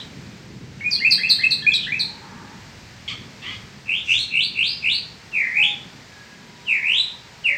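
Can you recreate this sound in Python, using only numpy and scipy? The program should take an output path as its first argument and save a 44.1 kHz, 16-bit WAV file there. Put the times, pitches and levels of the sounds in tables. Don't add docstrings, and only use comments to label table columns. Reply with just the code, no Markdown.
import sys
import numpy as np
from scipy import signal
from scipy.fft import rfft, irfft, next_fast_len
from scipy.io import wavfile
from scipy.ndimage import map_coordinates

SR = 44100
rng = np.random.default_rng(int(sys.argv[2]) if len(sys.argv) > 2 else 0)


def log_audio(samples):
    frames = np.atleast_2d(samples).T
    limited = np.clip(frames, -1, 1)
    pcm = np.round(limited * 32767).astype(np.int16)
    wavfile.write(sys.argv[1], SR, pcm)


def volts_from_decibels(level):
    exponent = np.asarray(level, float) / 20
    return 10 ** exponent


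N = 333837


def unit(x):
    return x / np.sqrt(np.mean(x ** 2) + 1e-20)


def along(points, hz):
    f, v = np.transpose(points)
    return np.interp(np.log(hz + 1), np.log(f + 1), v)


def filtered(x, response):
    m = next_fast_len(len(x) + 8192)
    return irfft(rfft(x, m) * response(np.fft.rfftfreq(m, 1 / SR)), m)[:len(x)]


def coloured_noise(n, colour):
    return unit(filtered(rng.standard_normal(n), lambda f: volts_from_decibels(along(colour, f))))


def wobble(n, rate_hz):
    return map_coordinates(rng.standard_normal(2000), [np.arange(n) * rate_hz / SR % 1990])


def controls(rows):
    s, *cols = np.transpose(rows)
    t = np.arange(s[0], s[-1], 1 / SR)
    to_nearest_end = np.minimum(t - s[0], s[-1] - t)
    edge = np.sin(np.pi / 2 * np.clip(to_nearest_end / 0.004, 0, 1)) ** 2
    return round(s[0] * SR), edge, [np.interp(t, s, c) for c in cols]


def shaped(shape, s, length, hz, db, *rate):
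    return [(s + u * length, hz * ratio, db + rel, *rate, *swing) for u, ratio, rel, *swing in shape]


def add(track, start, x, wet_db, gap_s=0.008):
    # hz, t60_s
    echo_times = [(1000, 0.82), (2500, 0.40046), (4500, 0.45), (9000, 0.33)]
    # hz, level_db
    straight_path = [(2000, -4.5), (3000, -1), (4200, -7.5), (8000, -8)]
    hz, t, z = signal.stft(rng.standard_normal(SR // 3), SR, nperseg=256)
    fading = z * volts_from_decibels(-60 * t / along(echo_times, hz)[:, None])
    tail = signal.istft(fading, SR, nperseg=256)[1]
    age = np.arange(len(tail)) / SR
    tail *= np.clip(age / gap_s - 0.5, 0, 1)
    tail *= 1 + volts_from_decibels(8.5 - 60 * age / 0.093)
    heard = signal.fftconvolve(x, tail * volts_from_decibels(wet_db) / np.linalg.norm(tail))
    heard[:len(x)] += filtered(x, lambda f: volts_from_decibels(along(straight_path, f)))
    track[start:][:len(heard)] += heard[:N - start]


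def song():
    out = np.zeros(N)
    for rows in whistles() + slides() + peeps():
        start, edge, (hz, db) = controls(rows)
        waver = 1 + wobble(len(hz), 118.0) / 100
        tone = syrinx(hz * waver, db + 3 * wobble(len(hz), 82), breath_db=-37)
        add(out, start, edge * tone, wet_db=-3.0)
    throbbing(out, chips(), uneven=0.22, depth_db=20.5, wet_db=-6.5)
    throbbing(out, trills() + warbles(), uneven=0.1205, depth_db=57.5, wet_db=-3.5)
    return out


def syrinx(pitch, level_db, breath_db):
    # hz, db_under_the_fundamental
    overtones = [(3500, -45), (5500, -38), (7000, -29.5), (8500, -25.5), (10000, -26.5), (13000, -19.5)]
    n = len(pitch)
    phase = 2 * np.pi * np.cumsum(pitch) / SR
    tone = np.sin(phase)
    for k in (2, 3):
        strength_db = along(overtones, k * pitch) - 10 * (k - 2)
        strength_db += 0.3 * (level_db + 15) + 3 * wobble(n, 300)
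        tone += volts_from_decibels(strength_db) * np.sin(k * phase)
    breath = volts_from_decibels(breath_db) * rng.standard_normal(n)
    return volts_from_decibels(level_db) * (np.sqrt(2) * tone + breath)


def throbbing(out, notes, uneven, depth_db, wet_db):
    for rows in notes:
        start, edge, (hz, db, rate, swing) = controls(rows)
        n = len(hz)
        turn = 2 * np.pi * np.cumsum(rate * (1 + uneven * wobble(n, 40.092))) / SR
        sweep = -np.cos(turn) - 0.21 * np.cos(2 * turn) - 0.32 * np.sin(2 * turn)
        sweep *= 1 + uneven * wobble(n, 99.8)
        swell = -np.cos(turn + 0.65) - 0.35 * np.cos(2 * turn + 1.3)
        swell_db = depth_db * swing * swell + wobble(n, 80)
        tone = syrinx(hz * (1 + swing * sweep), db + swell_db, breath_db=-36.0)
        add(out, start, edge * tone, wet_db)


def whistles():
    # start_s, pitch_hz, level_db
    opening = [
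        (.805, 1480, -38),
        (.812, 2264, -30.5),
        (.826, 2148, -32),
        (.85, 2398, -20.5),
        (.885, 2504, -20),
        (.9, 2440, -29.5),
    ]
    # share_of_length, pitch_ratio, level_db
    low_step = [(0, .77, -4), (.32, .95, -3.5), (1, 1.03, 0)]
    # share_of_length, pitch_ratio, level_db
    high_step = [(0, .89, -3), (.14, .94, 1), (.35, .99, -5.5), (.65, 1.01, -10.5), (1, .99, -24)]
    # start_s, length_s, pitch_hz, level_db
    lows = [(1.002, .043, 2180, -24), (1.178, .05, 2100, -27), (1.388, 0.045, 2121, -24.5),
            (1.865, 0.049, 2040, -29.5)]
    # start_s, length_s, pitch_hz, level_db
    highs = [(1.046, .051, 2640, -14.5), (1.232, .053, 2662, -16), (1.433, .057, 2723, -15.5),
             (1.664, 0.073633, 2584, -15), (1.919, 0.06226, 2569, -18)]
    low_notes = [shaped(low_step, *row) for row in lows]
    return [opening] + low_notes + [shaped(high_step, *row) for row in highs]


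def slides():
    # start_s, length_s, from_hz, to_hz, level_db
    slide_list = [
        (.797, 0.0127, 2500, 2996, -44),
        (0.984, 0.018, 2570, 3025, -34.5),
        (1.407, 0.027, 3549, 2860, -42.5),
        (1.621, .037, 1777, 1620, -37.5),
        (1.717, .012, 3500, 3260, -20.5),
    ]
    return [[(s, from_hz, db), (s + length, to_hz, db)] for s, length, from_hz, to_hz, db in slide_list]


def peeps():
    # start_s, peak_db, pitch_hz
    peep_list = [(0.9278, -33.5, 3624), (0.9593, -28.5, 3415), (1.0036, -37, 3384), (1.1094, -39, 3429),
                 (1.1403, -34.5, 3220), (1.1788, -26.5, 3330), (1.2203, -33, 3400), (1.2793, -29, 3488),
                 (1.299, -30, 3440), (1.359, -34.5, 3250), (1.39, -37, 3600), (1.4165, -50, 3201),
                 (1.487, -36, 3290), (1.5276, -38.5, 3476), (1.6215, -29, 3330), (1.6905, -47, 3390)]
    return [[(s, hz * 0.96, db - 7.5), (s + 0.013, hz * 0.998, db - 5.5)] for s, db, hz in peep_list]


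def chips():
    # share_of_length_from_landing, pitch_ratio, level_db, pitch_swing_share
    chip_shape = [(-.2, 1.64, -39.5, .02), (-.08, 1.38, -24, 0.037), (0, 1.1, -5, .05),
                  (.33, 1, -0.5, .045), (.65, .98, -9, 0.049), (1, .93, -20, 0.075)]
    # landing_s, length_s, pitch_hz, peak_db, throb_rate_hz
    chip_list = [(.914, 0.06232, 4430, -11, 135.3), (1.111, 0.045, 4320, -5.5, 139.6),
                 (1.297, .045, 4180, -5.5, 140.6), (1.509, 0.033, 4107, -9, 139.4),
                 (1.996, 0.04, 4083, -11, 142.7)]
    # start_s, pitch_hz, level_db, pitch_swing_share
    churr_rows = [
        (1.732, 6840, -48.5, .01),
        (1.737, 5310, -26.5, 0.043),
        (1.741, 4190, -8.5, .03),
        (1.76, 3600, -19.5, .067),
        (1.79, 3560, -34, 0.069),
        (1.815, 3500, -41, 0.25),
        (1.835, 3320, -23.5, .092),
        (1.88, 3490, -38, .17),
    ]
    # start_s, pitch_hz, level_db, throb_rate_hz, pitch_swing_share
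    cut_chip = [
        (0, 3684, -28.5, 141, 0.11),
        (.02, 3730, -35, 139.5, 0.13),
    ]
    churr_throb_hz = 85.675
    churr = [(s, hz, db, churr_throb_hz, swing) for s, hz, db, swing in churr_rows]
    return [cut_chip, churr] + [shaped(chip_shape, *row) for row in chip_list]


def trills():
    # share_of_length, pitch_ratio, level_db, pitch_swing_share
    burr_shape = [(0, 1.03, -25.5, 0.078), (.52, 1, 0, 0.088), (1, 1.08, -1.5, .1)]
    # start_s, length_s, pitch_hz, level_db, throb_rate_hz
    burr_list = [(3.856, 0.0792, 2458, -24, 82.04), (4.06, 0.074, 2527, -19, 82),
                 (4.295, .1, 2497, -20, 66), (4.538, .09, 2508, -20, 56.1), (4.81, .08, 2445, -21, 73.95)]
    # share_of_length, share_of_way_to_top, level_db, pitch_swing_share
    climb_shape = [(0, 0.029, -2, .06), (.27, .62, -4, 0.0882), (.55, .86, -6, .07), (1, 1, -18.5, .08)]
    # hold_s, length_s, top_hz, level_db
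    climb_list = [(.028, .065, 4130, -17), (.006, .066, 4400, -17), (.004, .103, 4850, -18),
                  (.003, .1, 4500, -18.5)]
    # start_s, pitch_hz, level_db, throb_rate_hz, pitch_swing_share
    first_climb = [
        (3.97, 3180, -27, 86.6, .1),
        (4.02, 3456, -39, 86.32, .11),
    ]
    jump_s, jump_hz, climb_throb_hz = 0.013, 3420.2, 78.2
    first, *burrs = [shaped(burr_shape, *row) for row in burr_list]
    notes = [first + first_climb]
    for burr, (hold, length, top_hz, db) in zip(burrs, climb_list):
        landed = burr[-1][0] + jump_s
        climb = []
        for u, way, rel, swing in climb_shape:
            hz = jump_hz + way * (top_hz - jump_hz)
            climb.append((landed + hold + u * length, hz, db + rel, climb_throb_hz, swing))
        notes.append(burr + [(landed, *climb[0][1:])] + climb)
    return notes


def warbles():
    # start_s, pitch_hz, level_db
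    swoops = [
        [(5.312, 2914, -54), (5.34, 2600, -26), (5.39, 2239, -18.5), (5.45, 1920, -27.5), (5.52, 1975, -32),
         (5.57, 2312, -19.5), (5.62, 2523, -16), (5.64, 3180, -19), (5.72, 3480, -29.5)],
        [(6.653, 3300, -52), (6.69, 2648, -19), (6.73, 2354, -18), (6.8, 1870, -35), (6.86, 2383, -21),
         (6.925, 2806, -19), (6.96, 3430, -22), (6.99, 3756, -17), (7.045, 3814, -31)],
        [(7.428, 3680, -68), (7.446, 2840, -29), (7.46, 2752, -15), (7.49, 2244, -20.5), (7.57, 1843, -32)],
    ]

    def swing(age_s, db):
        widest = np.clip(0.031 - 0.04 * (db + 15), 0, 0.068)
        return widest * min(age_s / 0.06, 1)

    def throb_hz(hz):
        return 54 + 7.5 * hz / 1000

    return [[(s, hz, db, throb_hz(hz), swing(s - note[0][0], db)) for s, hz, db in note]
            for note in swoops]


def rasps():
    # start_s, pitch_hz, level_db, noise_share, gape_db
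    calls = [
        [(3.077, 1106, -25.5, 0.4, -5), (3.09, 1069, -25.5, 0.9, -7), (3.105, 1101, -29.5, 1, 2.5),
         (3.135, 1147, -37.5, 0.6, -0.5)],
        [(3.415, 869, -43, 0.3, 8), (3.445, 922, -33, 0.4, 7), (3.5, 1101, -35.5, 0.4, 4)],
        [(3.49, 409.2, -39, 0.1, 6), (3.53, 422.3, -33.5, 0.4, 6.5), (3.572, 400, -47, .5, -2.5)],
    ]
    # hz, width_hz, level_db
    throat = [(2179.8, 573, 6), (1230, 250, -3), (3300, 860, 11.5), (4210, 810, 2)]

    def mode(f, c, w, db):
        return volts_from_decibels(db) * 1j * (f * w / (c * c - f * f + 1j * f * w)) ** 2

    out = np.zeros(N)
    for rows in calls:
        start, edge, (hz, db, share, gape_db) = controls(rows)
        n = len(hz)
        cycle = np.cumsum(hz * (1 + 0.012 * wobble(n, 300))) / SR
        pulses = unit(np.diff(np.floor(cycle), prepend=0))
        noise = unit(rng.standard_normal(n) * (1 + 1.4 * np.cos(2 * np.pi * cycle)))
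        share = np.clip(share, 0, 1)
        source = np.sqrt(1 - share) * pulses + np.sqrt(share) * noise
        voice = filtered(source, lambda f: sum(mode(f, *m) for m in throat[2:]))
        voice -= volts_from_decibels(gape_db) * filtered(source, lambda f: sum(mode(f, *m) for m in throat[:2]))
        add(out, start, unit(voice) * edge * volts_from_decibels(db + 2 * wobble(n, 110)), wet_db=-4.0)
    return out


def rustle():
    # start_s, level_db
    brush = [
        (4.02, -57),
        (4.045, -41.5),
        (4.12, -38.5),
        (4.2, -36.5),
        (4.27, -55),
    ]
    # hz, level_db
    feather_colour = [(800, -35), (1500, -2), (4500, 6), (5900, 12.5), (7000, 1), (8000, 0), (16000, -14.5)]
    out = np.zeros(N)
    start, edge, (db,) = controls(brush)
    hiss = coloured_noise(len(db), feather_colour)
    add(out, start, hiss * edge * volts_from_decibels(db - 4.5 + 4.6 * wobble(len(db), 60)), wet_db=-2.5)
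    return out


def far_calls():
    # start_s, length_s, pitch_hz, level_db, spread_hz
    fowl = [(2, 0.5688, 890, -52, 160), (2.15, 0.41, 1400, -50, 1100), (5.575, .13, 825, -44.5, 30),
            (6.1, 0.11, 1665, -49.5, 30), (6.27, .16, 1655, -55, 30), (6.25, .6, 968, -57, 9),
            (6.78, .3, 1010, -56, 90.5), (7.05, .5, 950, -61, 120), (6.54, .28, 3800, -58, 35),
            (7.45, 0.20102, 577, -56.5, 60.18)]
    # share_of_length, pitch_ratio, level_db
    call_shape = [(0, 1.005, -2.5), (.5, 1, -0.5), (1, .99, -2)]
    clear_hz = 40
    out = np.zeros(N)
    for *row, blur_hz in fowl:
        start, edge, (hz, db) = controls(shaped(call_shape, *row))
        n = len(hz)
        phase = 2 * np.pi * np.cumsum(hz) / SR
        core = 1.4 * clear_hz / (clear_hz + blur_hz)
        fade = core + wobble(n, blur_hz) + 1j * wobble(n, blur_hz)
        tone = fade * np.exp(1j * phase) + fade * np.exp(2j * phase) / 10
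        add(out, start, tone.real * edge * volts_from_decibels(db), wet_db=-5.5)
    return out


def thump():
    # start_s, pitch_hz, peak_db, t60_s
    knock = (3, 170, -32, 0.0042)
    s, hz, db, t60 = knock
    t = np.clip(np.arange(N) / SR - s, 0, None)
    return volts_from_decibels(db - 60 * t / t60) * np.sin(2 * np.pi * hz * t) * (1 - np.exp(-t / 0.002))


def yard():
    # start_s, engines_db, road_db, hiss_db
    loudness = [(0, -48, -41, -50.5), (.1, -45.5, -41.5, -53.5), (.7, -45.5, -42, -56),
                (1.05, -47.5, -43.5, -53.5), (1.65, -47.5, -46.5, -54.5), (2.15, -52, -43.5, -53.5),
                (3.05, -44, -47.5, -53), (3.2, -43.5, -44, -53), (3.35, -52, -49.5, -53),
                (3.55, -44, -49, -52), (3.88, -49, -49, -55), (4.15, -45, -49, -54), (4.4, -49, -47.5, -57),
                (5.4, -53, -50.5, -53), (6.2, -54.5, -47.5, -53.5), (7.25, -53.5, -52.5, -54),
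                (7.57, -51, -52, -53)]
    # hz, db_per_hz
    drone_colour = [(15, -52.5), (25, -25), (45, -9), (81, -5), (108, 1.5), (140, -0.5), (180, -33.5),
                    (310, -120)]
    # hz, db_per_hz
    rumble_colour = [(82, -37.5), (140, 1), (214, 0.5), (296, -8), (371, -8.5), (600, -22), (780, -46.5),
                     (1320, -120)]
    # hz, db_per_hz
    hiss_colour = [(240, -25), (400, -5), (587, -7), (990, -5.5), (1070, -8), (1170, -8), (1670, -5.5),
                   (2040, -5), (2240, -5.5), (3330, -10), (4670, -8.5), (7640, -18), (10500, -37),
                   (12900, -32), (15700, -34)]
    s, *levels = np.transpose(loudness)
    drone_db, rumble_db, hiss_db = (np.interp(np.arange(N) / SR, s, db) for db in levels)
    drone = coloured_noise(N, drone_colour) * volts_from_decibels(drone_db + 1.5 * wobble(N, 5))
    rumble = coloured_noise(N, rumble_colour) * volts_from_decibels(rumble_db + 1.7 * wobble(N, 5))
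    hiss = coloured_noise(N, hiss_colour) * volts_from_decibels(hiss_db + 7.5 + wobble(N, 3.72) / 2)
    return drone + rumble + hiss


def scene():
    # hz, level_db
    microphone = [(100, 11), (5000, 0.5), (6500, 5), (8200, 6.5), (9200, -8), (10200, -26.5), (12500, -5.5),
                  (15500, -13)]
    calls = song() + rasps() + rustle() + far_calls()
    return (filtered(calls, lambda f: volts_from_decibels(along(microphone, f))) + yard() + thump())[None]


def low_pass(x):
    return signal.sosfilt(signal.butter(12, 15880, fs=SR, output="sos"), x)


def record(dry):
    # from_hz, to_hz, shift_hz, level_db
    copies = [(1600, 3100, 12700, -50), (3080, 5300, 7000, -49.5)]
    mix, t = dry[0], np.arange(N) / SR
    for lo_hz, hi_hz, shift_hz, db in copies:
        band = filtered(dry[0], lambda f: (f > lo_hz) & (f < hi_hz))
        band = signal.hilbert(band, next_fast_len(N))[:N]
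        mix = mix + volts_from_decibels(db) * (band * np.exp(2j * np.pi * shift_hz * t)).real
    return low_pass(mix[None])


dry = scene()
out = record(dry)
log_audio(out)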